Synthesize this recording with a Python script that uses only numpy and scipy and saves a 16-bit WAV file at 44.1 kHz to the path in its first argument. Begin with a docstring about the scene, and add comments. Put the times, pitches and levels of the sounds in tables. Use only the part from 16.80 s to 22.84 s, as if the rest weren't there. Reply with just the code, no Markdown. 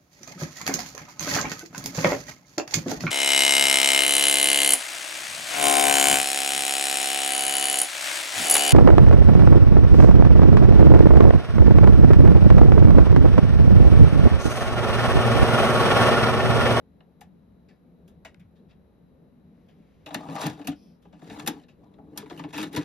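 """A small, quietly rumbling room with a wooden cabinet: a plastic video cassette creaks in a hand, is set into
the slot of a recorder, scrapes in, knocks home and is drawn inside by the loading gear. Creaks and knocks are
short noise forces on resonant modes of shell, hollow and cabinet; slides are long gritty forces on the same modes.
Sleeve, fingers and room are shaped noise. An echo tail follows the near sounds; a phone hears all at two ports."""
import sys
import numpy as np
from scipy import signal
from scipy.fft import rfft, irfft, next_fast_len
from scipy.io import wavfile
from scipy.ndimage import uniform_filter1d

SR = 44100
rng = np.random.default_rng(int(sys.argv[2]) if len(sys.argv) > 2 else 0)


def master(y):
    """Save y as 16-bit WAV."""
    cut = np.clip(np.atleast_2d(y).T, -1, 1)
    pcm = np.round(cut * 32767)  # scale
    wavfile.write(sys.argv[1], SR, pcm.astype(np.int16))


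N = 266364
SIZE = next_fast_len(N + SR)  # room for the echo tail
HZ = np.maximum(np.fft.rfftfreq(SIZE, 1 / SR), 1)


def undb(db):
    """Decibel law: amplitude gain grows tenfold every 20 dB."""
    return 10 ** (np.asarray(db) / 20)


def level(x, db):
    """Root-mean-square level: scale a signal to it."""
    return x * undb(db) / np.sqrt(np.mean(x ** 2))


def over_hz(table, column):
    """Logarithmic frequency axis: a table column interpolated on it at every bin."""
    table = np.array(table)
    return np.interp(np.log(HZ), np.log(table[:, 0]), table[:, column])


def band(x, hz, width):
    """Simple resonance: gain 1 at the centre, falling to both sides."""
    return signal.lfilter(*signal.iirpeak(hz, hz / width, SR), x)


def flutter(depth_db, rate, size=N):
    """Random amplitude modulation: gains 1 / rate s apart, joined by straight lines."""
    count = int(size * rate / SR) + 2
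    gains = undb(depth_db * rng.standard_normal(count))
    return np.interp(np.arange(size) * rate / SR, np.arange(count), gains)


def along(spans, fade_s=.015):
    """Piecewise-linear envelopes: table columns over time, and a gate that opens while a span lasts."""
    t, rows = np.arange(N) / SR, np.vstack(spans)
    gate = sum(np.clip(np.minimum(t - s[0][0], s[-1][0] - t) / fade_s + 1, 0, 1) for s in spans)
    return np.minimum(gate, 1), [np.interp(t, rows[:, 0], c) for c in rows.T[1:]]


# spectral density of room rumble and hiss: pitch_hz [Hz], density_db [relative dB per Hz]
RUMBLE_SPECTRUM = [(30, -78.5), (70, -61), (120, -71), (175, -56.5), (212, -64), (245, -63), (310, -72),
                   (450, -71), (800, -83), (1500, -92), (3000, -101), (6000, -111), (11300, -111),
                   (15000, -118)]
RUMBLE_DB = -55
# faint electrical whines: pitch_hz [Hz], width_hz [Hz], level_db [dB before flicker]
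WHINE_BANDS = [(3900, 310, -89.5), (11400, 1300, -93.5)]


def rumble():
    """Coloured noise: bass octaves that flicker independently, with faint narrow-band whines on top."""
    noise = rfft(rng.standard_normal(SIZE)) * undb(over_hz(RUMBLE_SPECTRUM, 1))
    out = irfft(noise, SIZE)[:N]
    for hz in 60 * 2. ** np.arange(4):
        octave = irfft(noise * np.clip(1 - abs(np.log2(HZ / hz)), 0, 1), SIZE)[:N]
        out = out + (flutter(2.76, 11) - 1) * octave
    hiss = rng.standard_normal(N)
    whines = sum(level(band(band(hiss, hz, w), hz, w), db) for hz, w, db in WHINE_BANDS)
    return level(out, RUMBLE_DB) + flutter(0.83, 27.0) * whines


# reverberation time: pitch_hz [Hz], t60_s [s]
REVERBERATION = [(150, .12), (1000, .18), (4000, .16), (12000, .09)]
ROOM_DB = -11  # echo re direct sound


def room_tail():
    """Exponential decay of a diffuse field: spectrum of an echo tail that loses its treble first."""
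    t = np.arange(SR // 2) / SR
    tail = np.zeros(len(t))
    for hz in 60 * 2. ** np.arange(9):
        t60 = np.interp(hz, *np.transpose(REVERBERATION))
        octave = band(rng.standard_normal(len(t)), hz, hz)
        tail += octave * np.sqrt(1 / (hz * t60)) * undb(-60 * t / t60)
    tail /= np.sqrt(np.sum(tail ** 2))  # unit energy before the soft start
    return rfft(tail * np.minimum(t / 0.013, 1), SIZE)


# sleeve rustling as the arm reaches out, one list per span: start_s [s], level_db [dB]
SLEEVE_SPANS = [
    [(2.45, -99), (2.8, -80.5), (3.05, -77), (3.25, -75.5)],
]


def sleeve():
    """Friction noise of cloth: many small contacts in one broad band."""
    gate, (db,) = along(SLEEVE_SPANS)
    rustle = band(grit(N, scatter_db=0.5, per_s=170), hz=2092, width=1150)
    return gate * undb(db) * level(rustle, 0)


# fingers slipping off the plastic, one list per span: start_s [s], level_db [dB before flicker]
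FINGER_SPANS = [
    [(3.96, -71), (4.11, -71.5), (4.2, -86)],
]
# colour of skin on plastic: pitch_hz [Hz], width_hz [Hz], gain_db [relative dB]
SKIN_BANDS = [(2600, 700, -5), (3200, 800, -4), (5200, 1300, 0), (9000, 6000, -14)]


def fingers():
    """Friction noise of skin on plastic: a soft hiss of overlapping broad bands."""
    gate, (db,) = along(FINGER_SPANS)
    noise = rng.standard_normal(N)
    hiss = sum(undb(g) * band(band(noise, hz, w), hz, w) for hz, w, g in SKIN_BANDS)
    return gate * undb(db) * flutter(2.2, 20) * level(hiss, 0)


def grit(size, scatter_db, per_s):
    """Asperity contact: noise made of small contacts of very unequal strength."""
    hold = int(SR / per_s)
    strength = undb(scatter_db * np.minimum(rng.exponential(size=size // hold + 1), 3.5))
    return level(rng.standard_normal(size) * np.repeat(strength, hold)[:size], 0)


def crack(x, low_hz=5000, high_hz=11500):
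    """Contact stiffness: a hard contact has a sharp top, here a high band of its force."""
    x = signal.lfilter(*signal.butter(2, low_hz, "high", fs=SR), x)
    return signal.lfilter(*signal.butter(1, high_hz, fs=SR), x)


CABINET_TOP_HZ = 694


def sluggish(force):
    """Inertia: the heavy cabinet follows only the slow part of a force."""
    return signal.lfilter(*signal.butter(2, CABINET_TOP_HZ, fs=SR), force)


def favour(modes, centre_hz, focus_db, octaves, scatter_db):
    """Selective excitation: the spot that is struck favours the modes near one pitch."""
    near = np.log2(np.array(modes)[:, 0] / centre_hz) / octaves
    return undb(focus_db * np.exp(-near ** 2) + scatter_db * rng.standard_normal(len(modes)))


# modes of cassette shell, hollow and wooden cabinet: pitch_hz [Hz], width_hz [Hz], peak_db [relative dB]
SHELL_MODES = [(1384, 264, 5), (1733, 59, 9), (1884, 79, 5), (2160, 270, 3.5), (2560, 383, 3),
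               (2960, 290, 5.5), (3180, 560, 2.5), (3850, 480, 3.5), (4310, 580, -1.5), (5180, 770, -9.5),
               (5290, 81, -2), (7550, 2000, -4.5)]
HOLLOW_MODES = [(479.5, 59, -3), (658.5, 47, -1.5), (743.8, 25, 0), (840, 53, 0), (960, 67, -2.5),
                (1170, 114, -4.5)]
CABINET_MODES = [(95, 57, -15), (154.6, 40, -2), (195, 44, -3), (236, 45, -5), (285.3, 35.6, 2),
                 (312.8, 30.4, 3), (372, 60, -7.5), (432, 47, -5.5)]


def ring(x, modes, gains, detune=0):
    """Modal superposition: a force drives every mode, and neighbours add with opposite signs."""
    shifts = 1 + detune * rng.standard_normal(len(modes))
    out = 0
    for k, ((hz, width, db), gain, shift) in enumerate(zip(modes, gains, shifts)):
        out = out + (-1) ** k * gain * undb(db) * band(x, hz * shift, width)
    return out


# plastic sliding on the guides, pushed by hand, then drawn by the gear, one list per span: start_s [s],
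# shell_db [dB before flicker], hollow_db [dB re shell], cabinet_db [dB re shell]
SLIDE_SPANS = [
    [(3.28, -60, 11.5, -3), (3.39, -56, 6.5, 5), (3.46, -61, 15.5, 16.5), (3.53, -52.5, 8, 12.5),
     (3.57, -45, 11, -1), (3.62, -38.5, 3, -7.5), (3.66, -38.5, 0, 6.5), (3.72, -51.5, 0.5, 8.5),
     (3.77, -61.5, 0, 9), (3.83, -57.5, 6, 1)],
    [(4.37, -74.5, 1, 10), (4.44, -63, 4.5, 2.5), (4.51, -52.5, -5.5, 13.5), (4.56, -55.5, 5, 5.5),
     (4.62, -51, 1.5, 6), (4.65, -61, 4.5, 22)],
    [(4.73, -63, 7.5, 20), (4.78, -63.5, 5.5, 13.5), (4.83, -69, -5, 8.5)],
    [(4.98, -88, 0.5, 21.5), (5.04, -77, 13.5, 19), (5.12, -85.5, 13, 26.5), (5.24, -85.5, 18, 31.5),
     (5.34, -74, 4.5, 22.5)],
    [(5.365, -60, 8, 12), (5.41, -53, -2.5, 3.5), (5.46, -69, -5, 13), (5.54, -57.5, 2.5, 10),
     (5.62, -65.5, 5, 16), (5.67, -69.5, 8, 28.5), (5.71, -59, 2, -2)],
    [(5.738, -42, -8, 0.5), (5.8, -39.5, -9, -7.5), (5.86, -48.5, -3, 9.5), (5.905, -70.5, 8, 15),
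     (5.95, -41, -6.5, 8.5), (6.04, -56, -2, 3)],
]
SLIDE_FROM = int(3.2 * SR)  # samples of silence before the first slide
SLIDE_CRACK_DB = -17.5  # re shell


def slide():
    """Stick-slip friction of plastic on plastic: the moving contact wakes now one mode, now another."""
    gate, (db, hollow_db, cabinet_db) = along(SLIDE_SPANS)
    size = N - SLIDE_FROM

    def rub():
        """Friction force: dense, uneven contacts."""
        return grit(size, scatter_db=2.5, per_s=500)

    def shifting(force, modes):
        """Moving excitation: every mode's gain wanders by itself."""
        return ring(force, modes, [flutter(2.6, 60, size) for _ in modes])

    def place(x):
        """Normalisation: set to 0 dB and delay to the first slide."""
        return np.r_[np.zeros(SLIDE_FROM), level(x, 0)]

    shell = place(shifting(rub(), SHELL_MODES))
    top = undb(SLIDE_CRACK_DB) * place(crack(rub()))
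    hollow = undb(hollow_db) * place(shifting(band(rub(), hz=780, width=550), HOLLOW_MODES))
    cabinet = undb(cabinet_db) * place(shifting(sluggish(rub()), CABINET_MODES))
    grip = flutter(2.5, 120)  # the plastic catches and lets go in ragged bursts
    return gate * grip * undb(db) * (shell + top + hollow + cabinet)


FOCUS_DB, FOCUS_DB_PER_S = 4.5, 17.5  # a long, soft contact stays on one spot and picks out fewer modes
CRACK_S = 0.19  # the crack's 60 dB decay never outlasts this
DETUNE = .03 / 2  # each contact shifts the modes of hollow and cabinet by about this share


def add(out, hollow_hz, cabinet_hz, s, db, centre_hz, hollow_db, crack_db, cabinet_db, rattle_ms, rise_ms):
    """Forced vibration: one short rattle of force shakes shell, hollow and cabinet."""
    t = np.arange(SR // 6) / SR
    rise, fall = max(rise_ms, .2) / 1000, max(rattle_ms, 4) / 1000  # s

    def force(lag, slow):
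        """Transient force: builds up after a lag, then loses 60 dB in slow * fall seconds."""
        build = np.minimum(t / (rise + lag), 1) ** 2
        decay = undb(-60 * np.maximum(t - rise - lag, 0) / (slow * fall))
        return grit(len(t), scatter_db=1.5, per_s=970) * build * decay

    # a soft contact has little crack and a dull push
    edge_hz = np.clip(11000 * undb(crack_db / 4.8), centre_hz, 12000)
    push = signal.lfilter(*signal.butter(2, edge_hz, fs=SR), force(0, 1))
    focus_db = FOCUS_DB + FOCUS_DB_PER_S * fall
    shell_gains = favour(SHELL_MODES, centre_hz, focus_db, octaves=.22, scatter_db=2.5)
    hollow_gains = favour(HOLLOW_MODES, hollow_hz, focus_db=11, octaves=.15, scatter_db=1.5)
    cabinet_gains = favour(CABINET_MODES, cabinet_hz, focus_db=10, octaves=.2, scatter_db=1.5)

    shell = ring(push, SHELL_MODES, shell_gains)
    hollow = ring(band(force(.002, .55), hollow_hz, hollow_hz), HOLLOW_MODES, hollow_gains, DETUNE)
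    top = crack(force(0, min(.6, CRACK_S / fall)))
    cabinet = ring(sluggish(force(.008, .9)), CABINET_MODES, cabinet_gains, DETUNE)
    i = int(s * SR)
    for part, part_db in [(shell, 0), (hollow, hollow_db), (top, crack_db), (cabinet, cabinet_db)]:
        peak = np.sqrt(uniform_filter1d(part ** 2, size=300).max())  # highest short-time rms
        out[i:i + len(t)] += (part * undb(db + part_db) / peak)[:N - i]


# cassette creaking in the hand: start_s [s], shell_db [dB], ring_hz [Hz], hollow_db [dB re shell],
# crack_db [dB re shell], rattle_ms [ms], rise_ms [ms], hollow_hz [Hz]
CREAK_EVENTS = [(0.204, -60, 2700, 1, -56, 45, 1.5, 680), (0.408, -53, 2310, 5.5, -3, 110, 1.3, 763),
                (0.881, -63.5, 5100, -6, -24, 200, 7.3, 700), (1.277, -65.5, 3160, -3, 0, 190, 0.92, 696),
                (1.448, -44.5, 2400, -0.5, -16, 125, 1.4, 667), (1.543, -57, 2220, -19, -16, 12, 1.5, 700),
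                (1.593, -65.5, 2370, -18, -9, 150, 3.8, 700), (1.744, -72, 3960, -26, -29, 200, 22, 700),
                (1.87, -68, 5440, -20, -29, 180, 32, 700), (1.905, -66, 2860, -4, -28, 110, 6, 700),
                (2.878, -65.5, 3100, -4, -14, 160, 10, 705)]


def creaks():
    """Stick-slip release in the hand: each creak shakes the cassette but not the cabinet."""
    out, away_db = np.zeros(N), -np.inf
    for s, db, ring_hz, hollow_db, crack_db, rattle_ms, rise_ms, hollow_hz in CREAK_EVENTS:
        add(out, hollow_hz, hollow_hz, s, db, ring_hz, hollow_db, crack_db, away_db, rattle_ms, rise_ms)
    return out


# knocks against the machine: start_s [s], shell_db [dB], ring_hz [Hz], crack_db [dB re shell],
# weight_db [cabinet, dB re shell], rattle_ms [ms], hollow_hz [Hz], cabinet_hz [Hz]
KNOCK_EVENTS = [(3.259, -42.5, 2630, -15, -3.5, 118, 687, 311),
                (3.305, -49.5, 3720, -50, 6.5, 50, 660, 290),
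                (3.343, -28.5, 2840, -6.5, -4, 53, 692, 215.3), (3.485, -50, 2900, -49.5, 3, 30, 700, 300),
                (3.559, -42, 1750, -31, -6, 54, 830, 300), (3.632, -37.5, 2000, -11, 4, 27, 830, 198),
                (3.665, -37.5, 2230, 4, 4.5, 54, 500, 195), (3.699, -51.5, 1900, -25, 12.5, 21, 810, 297),
                (3.79, -58, 1520, -41, 19.5, 40, 685, 294), (3.814, -53, 2200, -25, -5, 50, 900, 294),
                (3.84, -53, 2620, -10, 12.5, 220, 517, 189), (3.87, -34.5, 2980, -1, 1.5, 106, 699, 223.5),
                (3.876, -43, 3800, -3, 15.5, 54, 710, 292), (3.915, -52, 3200, -23, 4, 87, 700, 295),
                (4.212, -70.5, 3100, -5, -8, 350, 490, 240), (4.251, -69, 2620, -50, 16, 60, 880, 197),
                (4.323, -62.5, 2420, -30, 15.5, 185, 704, 198), (4.417, -57, 2140, -29, 15, 36, 690, 350),
                (4.496, -47, 1720, -22, 5.5, 130, 790, 290), (4.595, -40, 3600, -18, -13, 40, 935, 300),
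                (4.66, -38.5, 2690, -3, 7.5, 140, 774, 226), (4.673, -26.5, 2820, 1, -3.5, 82, 904, 327),
                (4.833, -62.5, 3830, -24.5, -5, 67, 500, 158),
                (4.881, -59.5, 2560, -19, -15, 180, 502, 152), (5.137, -66.5, 3980, -21, -16, 68, 508, 200),
                (5.181, -70, 1440, -70, 20, 110, 800, 217.5), (5.374, -40, 4260, 7, 0.5, 77, 885, 200),
                (5.424, -56.5, 2210, -23, 16, 42, 1080, 390), (5.458, -55, 2200, -37, 2, 43, 980, 300),
                (5.497, -47, 3800, -18, -10, 77, 487, 330), (5.506, -47, 3770, -27, 10, 36, 1030, 320),
                (5.571, -49, 2900, -8, -6, 200, 500, 318), (5.592, -44.5, 2080, -32, 9.5, 64, 970, 297),
                (5.637, -44.5, 2230, -35, 2.5, 68, 970, 282), (5.729, -47, 1800, -13, 1.5, 33, 915, 290),
                (5.738, -43, 2530, -14, 3, 98, 925, 292), (5.776, -34, 2580, -8, 4.5, 133, 990, 312),
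                (5.826, -37, 3850, -7.5, -1.5, 110, 1080, 365), (5.927, -55, 3370, 3.5, 14, 120, 880, 310),
                (5.961, -31.5, 4080, -9, -0.5, 90, 1000, 310), (5.967, -41.5, 1690, -1, 16, 62, 1000, 310)]
KNOCK_HOLLOW_DB, KNOCK_HOLLOW_PER_WEIGHT, KNOCK_HOLLOW_PER_CRACK = -3.5, 0.38, -0.21
RISE_MS, SOFT_MS = 1.1, 101  # a knock builds up in RISE_MS, plus (rattle / SOFT_MS) squared in ms


def knocks():
    """Impact coupling: each knock shakes cassette and cabinet; heavy, soft ones sound hollow."""
    out = np.zeros(N)
    for s, db, ring_hz, crack_db, weight_db, rattle_ms, hollow_hz, cabinet_hz in KNOCK_EVENTS:
        hollow_db = KNOCK_HOLLOW_DB + KNOCK_HOLLOW_PER_WEIGHT * weight_db + KNOCK_HOLLOW_PER_CRACK * crack_db
        rise_ms = RISE_MS + (rattle_ms / SOFT_MS) ** 2
        add(out, hollow_hz, cabinet_hz, s, db, ring_hz, hollow_db, crack_db, weight_db, rattle_ms, rise_ms)
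    return out


# the two ports: pitch_hz [Hz], right_lead_rad [rad], near_likeness [0-1], room_likeness [0-1],
# left_minus_right_db [dB]
PORT_FIELD = [(60, 0, .98, .94, 1), (300, -.3, .985, .8, 2.1), (800, -.4, .88, .4, 4.5),
              (1300, -1.6, .2, .2, 3), (1900, -.2, .85, .55, 2), (3000, -.8, .75, .5, 3),
              (4500, -.1, .55, .25, 3), (6000, 1, .7, .4, 2.5), (7800, 3.05, .99, .99, .5),
              (8800, 3.25, .99, .99, 0), (10000, 4.7, .8, .75, 0), (11200, 6.28, .99, .99, 0),
              (12800, 6.4, .98, .98, 0), (13800, 7.6, .7, .6, 0), (15000, 9.4, .97, .95, 0)]


def ports(shared, other, likeness):
    """Partial coherence: both ports share one part of the field, shifted in phase, and differ in another."""
    likeness = np.clip(likeness, 0, 1)
    mid = np.sqrt((1 + likeness) / 2) * shared
    side = np.sqrt((1 - likeness) / 2) * other
    turn = np.exp(.5j * over_hz(PORT_FIELD, 1)) * undb(-over_hz(PORT_FIELD, 4) / 2)
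    return irfft(np.array([(mid + side) / turn, (mid - side) * turn]), SIZE)[:, :N]


def near_field():
    """Direct plus reverberant sound: spectrum of all near sources with their room echo."""
    near = sleeve() + fingers() + slide() + creaks() + knocks()
    return rfft(near, SIZE) * (1 + undb(ROOM_DB) * room_tail())


def scene():
    """Superposition: near sounds with their room echo, over the room noise."""
    # the bodies radiate unlike detail towards each port: one field is shared, one is not
    near = ports(near_field(), near_field(), over_hz(PORT_FIELD, 2))
    air = ports(rfft(rumble(), SIZE), rfft(rumble(), SIZE), over_hz(PORT_FIELD, 3))
    return near + air


TOP_HZ = 15600


def record(dry):
    """Band limitation: the phone cuts the top with a steep low-pass."""
    return signal.sosfilt(signal.ellip(14, .2, 80, TOP_HZ, fs=SR, output="sos"), dry)


dry = scene()
out = record(dry)
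master(out)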